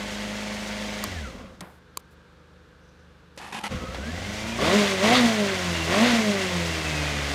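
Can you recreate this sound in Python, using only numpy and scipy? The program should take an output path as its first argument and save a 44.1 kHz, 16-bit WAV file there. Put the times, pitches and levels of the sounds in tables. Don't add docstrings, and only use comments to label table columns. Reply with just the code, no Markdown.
import sys
import numpy as np
from scipy import signal
from scipy.fft import rfft, irfft, next_fast_len
from scipy.io import wavfile
from scipy.ndimage import uniform_filter1d

SR = 44100
rng = np.random.default_rng(int(sys.argv[2]) if len(sys.argv) > 2 else 0)


def natural_amplitude(level_db):
    exponent = np.asarray(level_db, float) / 20
    return 10 ** exponent


def unload_audio(sound):
    columns = np.transpose(np.atleast_2d(sound))
    steps = np.round(np.clip(columns, -1, 1) * 32767)
    wavfile.write(sys.argv[1], SR, steps.astype(np.int16))


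N = 323694
SECONDS = np.arange(N) / SR

# start_s, firing_hz
RUN_DOWN = [(0.0, 102.0), (0.1, 103.3), (0.4, 104.4), (1.04, 104.5), (1.098, 97.1), (1.26, 65.1),
            (1.356, 47.1), (1.45, 33.1), (1.6, 19.0)]
# start_s, firing_hz
CATCH_CLIMB = [(3.69, 63.8), (3.87, 58.8), (3.99, 66.0), (4.08, 77.0), (4.19, 92.5), (4.29, 103.3),
               (4.4, 106.8), (4.47, 112.2), (4.575, 116.2)]
# opens_s, shuts_s, top_hz, rest_hz (sinks towards)
BLIPS = [
    (4.578, 4.766, 211.5, 144),
    (5.0, 5.155, 257, 130),
    (5.875, 6.068, 249, 131),
]
BLIP_EFFORT = [5.5, 6.5, 5]
# start_s, effort_db
CATCH_EFFORT = [(3.68, 2), (3.72, 9.5), (3.79, 5), (3.95, 3.5), (4.2, 2)]
# idle_level_db, share of the speed law, share of the effort
CLATTER_LAW = (-39, 0.99, 0.83)
HISS_LAW = (-46.5, 0.98, 0.67)
WEAK_LINE_LAW = (-38.5, 0.27, 1.36)
STRONG_LINE_LAW = (2.84, 0.17, 0.083)
RASP_LAW = (-52.5, 1.46, 1.9)
# multiple of firing rate, level_db, share of the effort, first_idle_db (while it runs even)
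STRONG_LINES = [(.25, -13, .6, -3), (.5, -1.4, 0.048, 0), (.75, -13.5, 0.088, -12), (1, 0.24, 0.4, -6),
                (2, -11, 0.52, 0.5), (2.5, -24.5, 0.091, -5), (3, -19, 0.72, -7.5)]
# multiple of firing rate, level_db
WEAK_LINES = [(1.25, -15), (1.5, -7), (1.75, -10), (3.5, -7.5), (4, -3.5), (4.5, -12), (5, -3.5),
              (5.5, -11.5), (6, -4), (7, -9.5), (8, -10), (8.5, -3), (9, -27), (10, -48)]
# centre_hz, width_hz, level_db
SILENCER = [(58, 10, -50.5), (71.6, 15, -34), (84.3, 13.2, -34), (122, 17, -42), (151.3, 11, -34.5),
            (172.6, 11.6, -30), (207.1, 11, -27), (234.3, 35, -24.5), (303, 29, -31.5), (335, 140, -30.5),
            (400, 65, -22), (503, 270, -27.5), (607, 92, -15.5), (707, 110, -19)]
# centre_hz, width_hz, level_db
PIPE = [(75, 28, -6), (190, 30, 2), (228, 45, 0), (400, 45, -2), (520, 40, 0), (620, 60, 2), (730, 60, -1),
        (890, 80, -3), (1090, 120, 0), (1945, 80, 0), (2090, 80, 0)]
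# frequency_hz, level_db (per Hz)
BURNING = [(24, -35), (40, -22), (84, -3), (133, -6), (177, 6), (326, 5), (609, 7.5), (784, -3), (1400, 0),
           (2400, -31.5)]
# frequency_hz, level_db (per Hz)
CLATTER = [(410, -9), (700, -0.5), (1210, -7), (1490, -0.5), (1830, -1.5), (2110, 0), (2980, -4.5),
           (5000, -14), (6500, -51), (11000, -120)]
# centre_hz, width_hz, level_db
CASINGS = [(1080, 60, -3), (1240, 50, -6), (1935, 55, -1), (2095, 50, -1), (2290, 60, -6), (2700, 90, -4),
           (3230, 200, -3), (3580, 90, -6)]
# frequency_hz, level_db (per Hz)
HISS = [(2060, -13.5), (3500, -6.5), (5080, -7), (6430, -8), (14700, -30), (15400, -24)]
# centre_hz, width_hz, level_db
AIRBOX = [(1190, 260, 0), (1925, 62, 2), (2077, 59, -2), (3580, 640, -1), (4750, 390, -5.5)]
# start_s, length_s, level_db, fall_db, swell_s
CAM_WHINE = [
    (-.1, 1.16, -54, -2, .02),
    (1.06, .25, -45, 0, .02),
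    (3.68, .92, -48, -4, .06),
]
PRIMARY_WHINE = [
    (5.69, .25, -35, 2.5, .08),
    (6.62, .7, -34, 2, .3),
]
# multiple of its rate, level_db
FAR_LINES = [(2, -7), (3, 0), (4, -18), (5, -6), (6, -6), (7, -4), (8, -16), (9, -12), (10, -16), (12, -13),
             (13, -15), (17, -17), (20, -13)]
# frequency_hz, level_db (per Hz)
STREET = [(18, -37), (30, -11), (71, 5), (114, -21), (168, -3.5), (218, -16), (368, -12), (503, -11.5),
          (689, -21.5), (1590, -13.5), (1910, -24), (3570, -25.5), (15400, -52.5)]
# centre_hz, width_hz, level_db
STREET_MODES = [(486, 9, 2.5), (870, 86, 7), (1500, 35, -22), (3270, 290, 5.5)]
# start_s, length_s, level_db, fall_db
TWITTER = (2.8, .27, -76, 2)
# start_s, peak_db
SNAPS = [
    (1.039, -6),
    (1.972, -7),
    (3.376, -33),
]
# pitch_hz, level_db, t60_s
ROCKER = [(1086, -6.5, 0.013), (2360, -9, 0.0028), (4550, -6, 0.0053), (6470, -4.5, 0.004),
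          (7370, -11, 0.011), (9050, -2.5, 0.0022), (11100, -8, 0.0055), (14200, -6, 0.0033)]
# start_s, length_s, level_db, fall_db, dullness_hz
RATTLES = [
    (1.607, 0.0095, -32.5, 18, 7800),
    (1.609, 0.18, -40.5, 25, 1570),
    (1.993, 0.013, -55, 6, 14000),
    (2.108, 0.038, -66, 7, 14000),
    (3.36, 0.01, -61, 0, 8950),
    (3.375, 0.023, -38.5, 10, 5000),
    (3.945, 0.037, -32.5, 16, 2500),
    (1.62, 0.17, -60, 11, 14000),
]
# start_s, level_db, pitch_hz, t60_s
KNOCKS = [
    (1.622, -34, 190, .13),
    (1.608, -46, 780, .06),
    (1.61, -48, 510, .08),
    (3.375, -33, 540, .04),
    (3.375, -40, 1950, .03),
    (4.588, -24, 1130, .05),
    (4.588, -25, 600, .06),
]
# start_s, length_s, level_db, fall_db, pitch factor
STROKES = [
    (3.395, .13, -40, 4.5, 0.89),
    (3.522, 0.077, -34, 1, 1.26),
    (3.592, 0.047, -43.5, 1, 0.63),
    (3.634, 0.05, -30, 6, 1),
    (3.681, 0.033, -44, 16, 0.95),
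]
# frequency_hz, level_db (per Hz)
STARTER = [(71, -33), (120, -6), (212, -1), (312, -3.5), (648, -4), (843, 7), (1170, -4.5), (2910, -5),
           (4110, -10.5), (11100, -20.5), (15400, -45)]
# centre_hz, width_hz, level_db
HOUSING = [(196, 12, 11), (860, 47, 8), (1330, 61, 3), (2000, 110, 10), (2900, 78, 0)]
# start_s, level_db
THUMPS = [(3.715, -26), (3.745, -22), (3.82, -31), (3.886, -29.5), (3.949, -31), (4.015, -33), (4.191, -33),
          (4.225, -31), (4.289, -29), (4.44, -30), (4.48, -32)]
# pitch_hz, level_db, t60_s
BOOM = [(85, -0.5, 0.25), (130, -5.5, 0.13), (186, -0.5, 0.13)]


def rms_one(x):
    return x / np.sqrt(np.mean(x ** 2) + 1e-20)


def in_time(rows):
    s, *columns = np.transpose(rows)
    return [np.interp(SECONDS, s, c) for c in columns]


def window(start, end, edge):
    return np.clip(np.minimum(SECONDS - start, end - SECONDS) / edge, 0, 1)


def burst(start, length, db, fall_db, edge):
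    fall = fall_db * np.clip((SECONDS - start) / length, 0, 1)
    return natural_amplitude(db - fall) * window(start, start + length, edge)


def drift(rate):
    sos = signal.butter(2, rate, fs=SR / 32, output="sos")
    slow = signal.sosfilt(sos, rng.standard_normal(N // 32 + 1502))[1500:]
    return np.interp(np.arange(N) / 32, np.arange(len(slow)), rms_one(slow))


def coloured(x, spectrum, low_hz, high_hz):
    size = next_fast_len(N)
    hz = np.maximum(np.arange(size // 2 + 1) * SR / size, 1)
    points = np.array(spectrum)
    gain_db = np.interp(np.log(hz), np.log(points[:, 0]), points[:, 1])
    shaped = rfft(x, size) * natural_amplitude(gain_db)
    band = shaped[(hz > low_hz) & (hz < high_hz)]
    band_rms = np.sqrt(2 * np.sum(np.abs(band) ** 2)) / size
    return irfft(shaped / band_rms, size)[:N]


def resonate(x, modes):
    out = np.zeros(N)
    for k, (hz, width, db) in enumerate(modes):
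        r = np.exp(-np.pi * abs(width) / SR)
        b = (1 - r * r) / 2 * np.array([1, 0, -1])
        a = [1, -2 * r * np.cos(2 * np.pi * hz / SR), r * r]
        out += (-1) ** k * natural_amplitude(db) * signal.lfilter(b, a, x)
    return out


def ring(clicks, hz, t60):
    r, w = natural_amplitude(-60 / (t60 * SR)), 2 * np.pi * hz / SR
    return signal.lfilter([0, np.sin(w)], [1, -2 * r * np.cos(w), r * r], clicks + 1e-18)


def speed():
    sink_s, flywheel_s = 0.5, 0.03
    hz, = in_time(RUN_DOWN + CATCH_CLIMB)
    for opens, shuts, top_hz, rest_hz in BLIPS:
        first = round(opens * SR)
        climb = np.interp(SECONDS, [opens, shuts], [hz[first], top_hz])
        sink = rest_hz + (top_hz - rest_hz) * np.exp(-(SECONDS - shuts) / sink_s)
        hz[first:] = np.minimum(climb, sink)[first:]
    return uniform_filter1d(hz, size=round(flywheel_s * SR))


def effort():
    lag_s, rise_s, hold_s, fall_s = 0.008, 0.043, 0.038, 0.15
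    total_db = 0
    for (opens, shuts, _, _), db in zip(BLIPS, BLIP_EFFORT):
        corners = [opens, opens + rise_s, shuts + hold_s, shuts + hold_s + fall_s]
        total_db = total_db + db * np.interp(SECONDS - lag_s, corners, [0, 1, 1, 0])
    return total_db


def silencer_db(hz):
    grid = np.arange(1000.)
    power = sum(natural_amplitude(2 * db) / (1 + (2 * (grid - top_hz) / width) ** 2) ** 2 for top_hz, width, db in SILENCER)
    return np.interp(hz, grid, 10 * np.log10(power))


def exhaust(firings, strong_db, weak_db, waver_db):
    strong, weak = 0, 0
    for (k, *_), db in zip(STRONG_LINES, strong_db):
        strong = strong + natural_amplitude(db + waver_db * np.sqrt(k) * drift(12)) * np.cos(2 * np.pi * k * firings)
    for k, db in WEAK_LINES:
        weak = weak + natural_amplitude(db + 0.62 * drift(6.5)) * np.cos(2 * np.pi * (k * firings + rng.random()))
    weak = weak * (1 + 0.7 * np.cos(np.pi * firings / 2))
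    return strong + natural_amplitude(weak_db) * (resonate(weak, PIPE) + natural_amplitude(-25.0) * weak)


def gear_whine(firings):
    out = np.zeros(N)
    for teeth, spells in ((21.4, CAM_WHINE), (16.9, PRIMARY_WHINE)):
        wobble = 0.15 * drift(40)
        level = sum(burst(*spell) for spell in spells)
        out += level * natural_amplitude(3 * drift(14)) * np.cos(2 * np.pi * (teeth * firings + wobble))
    return out


def gated(firings, depth):
    swell = 1 + depth * np.cos(2 * np.pi * firings + 0.78 * drift(38))
    return rng.standard_normal(N) * swell * natural_amplitude(0.82 * drift(23))


def valve_clatter(firings):
    ticks = gated(firings, depth=0.3)
    ringing = resonate(np.roll(ticks, N // 2), CASINGS)
    return coloured(ticks + natural_amplitude(4) * ringing, CLATTER, low_hz=1200, high_hz=4000)


def intake_hiss(firings):
    return coloured(gated(firings, depth=0.043), HISS, low_hz=5000, high_hz=14000)


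def burning(firings, pulse_share):
    fired = np.diff(np.floor(firings), prepend=0) > 0
    pulses = rms_one(fired * rng.standard_normal(N))
    pulses = signal.lfilter(*signal.butter(2, 330, fs=SR), pulses)
    source = pulse_share * pulses + rng.standard_normal(N)
    return coloured(source + natural_amplitude(3) * resonate(source, PIPE[:9]), BURNING, low_hz=150, high_hz=900)


def airbox_rasp(firings):
    gulps = gated(firings, depth=0.9) * natural_amplitude(3 * drift(60))
    return rms_one(resonate(gulps, AIRBOX))


def engine():
    idle_hz, knee_hz, cut_s = 104, 140, 1.07
    firing_hz = speed()
    speed_db = 11.5 * np.log2(np.minimum(firing_hz, knee_hz) / idle_hz)
    speed_db = speed_db + 4 * np.log2(np.maximum(firing_hz / knee_hz, 1))
    effort_db = effort()
    catch_db, = in_time(CATCH_EFFORT)
    opening = np.clip(uniform_filter1d(np.gradient(firing_hz) * SR, size=2000) / 500, 0, 1)
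    slowness = np.clip(np.log2(108 / firing_hz), 0, 1.5)
    unfired_db = -4.5 * window(cut_s, 1.32, 0.12)
    even = window(-1, cut_s, 0.022)

    def law_db(law):
        idle_db, speed_share, effort_share = law
        return idle_db + speed_share * speed_db + effort_share * effort_db

    clatter_db = law_db(CLATTER_LAW) + catch_db
    hiss_db = law_db(HISS_LAW) + 0.54 * catch_db
    line_db = law_db(STRONG_LINE_LAW) + 0.071 * catch_db
    weak_db = law_db(WEAK_LINE_LAW) + unfired_db - 1.4 * catch_db + 5 * opening
    burn_db = clatter_db - 10.0 + 11.3 * slowness + 6.1 * opening + unfired_db + 0.36 * catch_db
    strong_db = []
    for k, db, effort_share, even_db in STRONG_LINES:
        lift_db = 2.5 * max(k - 1, 0) * opening
        source_db = line_db + db + effort_share * effort_db + lift_db + even_db * even
        strong_db.append(source_db + silencer_db(k * firing_hz))
    waver_db = 0.7 + 0.25 * np.minimum(np.abs(speed_db), 5)

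    firings = np.cumsum(firing_hz * (1 + 0.002 * drift(12))) / SR
    tones = exhaust(firings, strong_db, weak_db, waver_db) + gear_whine(firings)
    noise = natural_amplitude(clatter_db - 1.5) * valve_clatter(firings)
    noise += natural_amplitude(hiss_db) * intake_hiss(firings)
    noise += natural_amplitude(burn_db) * burning(firings, pulse_share=0.7 + 2.2 * np.minimum(slowness, 0.8))
    noise += natural_amplitude(law_db(RASP_LAW)) * airbox_rasp(firings)
    turning = window(-1, 1.7, 0.09) + window(3.685, 9, 0.015)
    coasting = window(-1, 1.67, 0.1) + window(3.67, 9, 0.051)
    return turning * tones + coasting * noise


def street():
    far_hz, far_db, street_db = 25.35, -56, -57
    turns = np.cumsum(far_hz * (1 + 0.004 * drift(1.5))) / SR
    lines = np.zeros(N)
    for k, db in FAR_LINES:
        lines += natural_amplitude(db + 0.5 * drift(6.7)) * np.cos(2 * np.pi * (k * turns + rng.random()))
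    noise = rng.standard_normal(N) * (1 + 0.047 * np.cos(2 * np.pi * turns))
    bed = coloured(noise + resonate(noise, STREET_MODES), STREET, low_hz=250, high_hz=15400)
    bed = signal.lfilter(*signal.butter(1, 130, "high", fs=SR), bed)
    twitter = rms_one(resonate(noise * natural_amplitude(4.2 * drift(23)), [(5900, 500, 0)]))
    return natural_amplitude(far_db) * lines + natural_amplitude(street_db) * bed + twitter * burst(*TWITTER, edge=0.05)


def switches():
    bounce_samples = np.array([0, 14, 33, 70])
    bounce_db = np.array([-9.0, 2.5, -38, 4.5])
    out = np.zeros(N)
    for hz, mode_db, t60 in ROCKER:
        clicks = np.zeros(N)
        for s, peak_db in SNAPS:
            height = natural_amplitude(peak_db + mode_db - 15.0 + bounce_db)
            clicks[round(s * SR) + bounce_samples] = height * rng.choice([-1, 1], 4)
        out += ring(clicks, hz, t60)
    return out


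def rattles():
    out = np.zeros(N)
    grains = rng.standard_normal(N) * natural_amplitude(1.33 * drift(240))
    for s, length, db, fall_db, dull_hz in RATTLES:
        dulled = signal.lfilter(*signal.butter(2, [150, dull_hz], "band", fs=SR), grains)
        out += rms_one(dulled) * burst(s, length, db, fall_db, edge=0.00073)
    return out


def knocks():
    out = np.zeros(N)
    for s, db, hz, t60 in KNOCKS:
        blow = natural_amplitude(db) * (np.arange(N) == round(s * SR))
        out += ring(blow, hz, t60)
    return out


def starter():
    teeth = rng.standard_normal(N) * natural_amplitude(2.2 * drift(200))
    grind = np.zeros(N)
    for s, length, db, fall_db, pitch in STROKES:
        modes = [(hz * pitch if hz > 300 else hz, width, top_db) for hz, width, top_db in HOUSING]
        grind += (teeth + resonate(teeth, modes)) * burst(s, length, db, fall_db, edge=0.005)
    scale = np.std(coloured(teeth, STARTER, low_hz=120, high_hz=15000)) * np.std(grind)
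    return scale * coloured(grind, STARTER, low_hz=120, high_hz=15000)


def thumps():
    s, db = np.transpose(THUMPS)
    blows = np.zeros(N)
    blows[(s * SR).astype(int)] = natural_amplitude(db - 2.0)
    blows = signal.lfilter(*signal.butter(2, 230, fs=SR), blows)
    return sum(natural_amplitude(mode_db) * ring(blows, hz, t60) for hz, mode_db, t60 in BOOM)


def scene():
    mono = engine() + street() + switches() + rattles() + knocks() + starter() + thumps()
    return np.array([mono, mono])


def band_limit(x):
    return signal.sosfilt(signal.butter(12, 16510, fs=SR, output="sos"), x)


def record(dry):
    thin = signal.sosfilt(signal.butter(3, 42, "high", fs=SR, output="sos"), dry)
    thin = signal.sosfilt(signal.cheby2(10, 60, 16600, fs=SR, output="sos"), thin)
    return band_limit(thin)


dry = scene()
out = record(dry)
unload_audio(out)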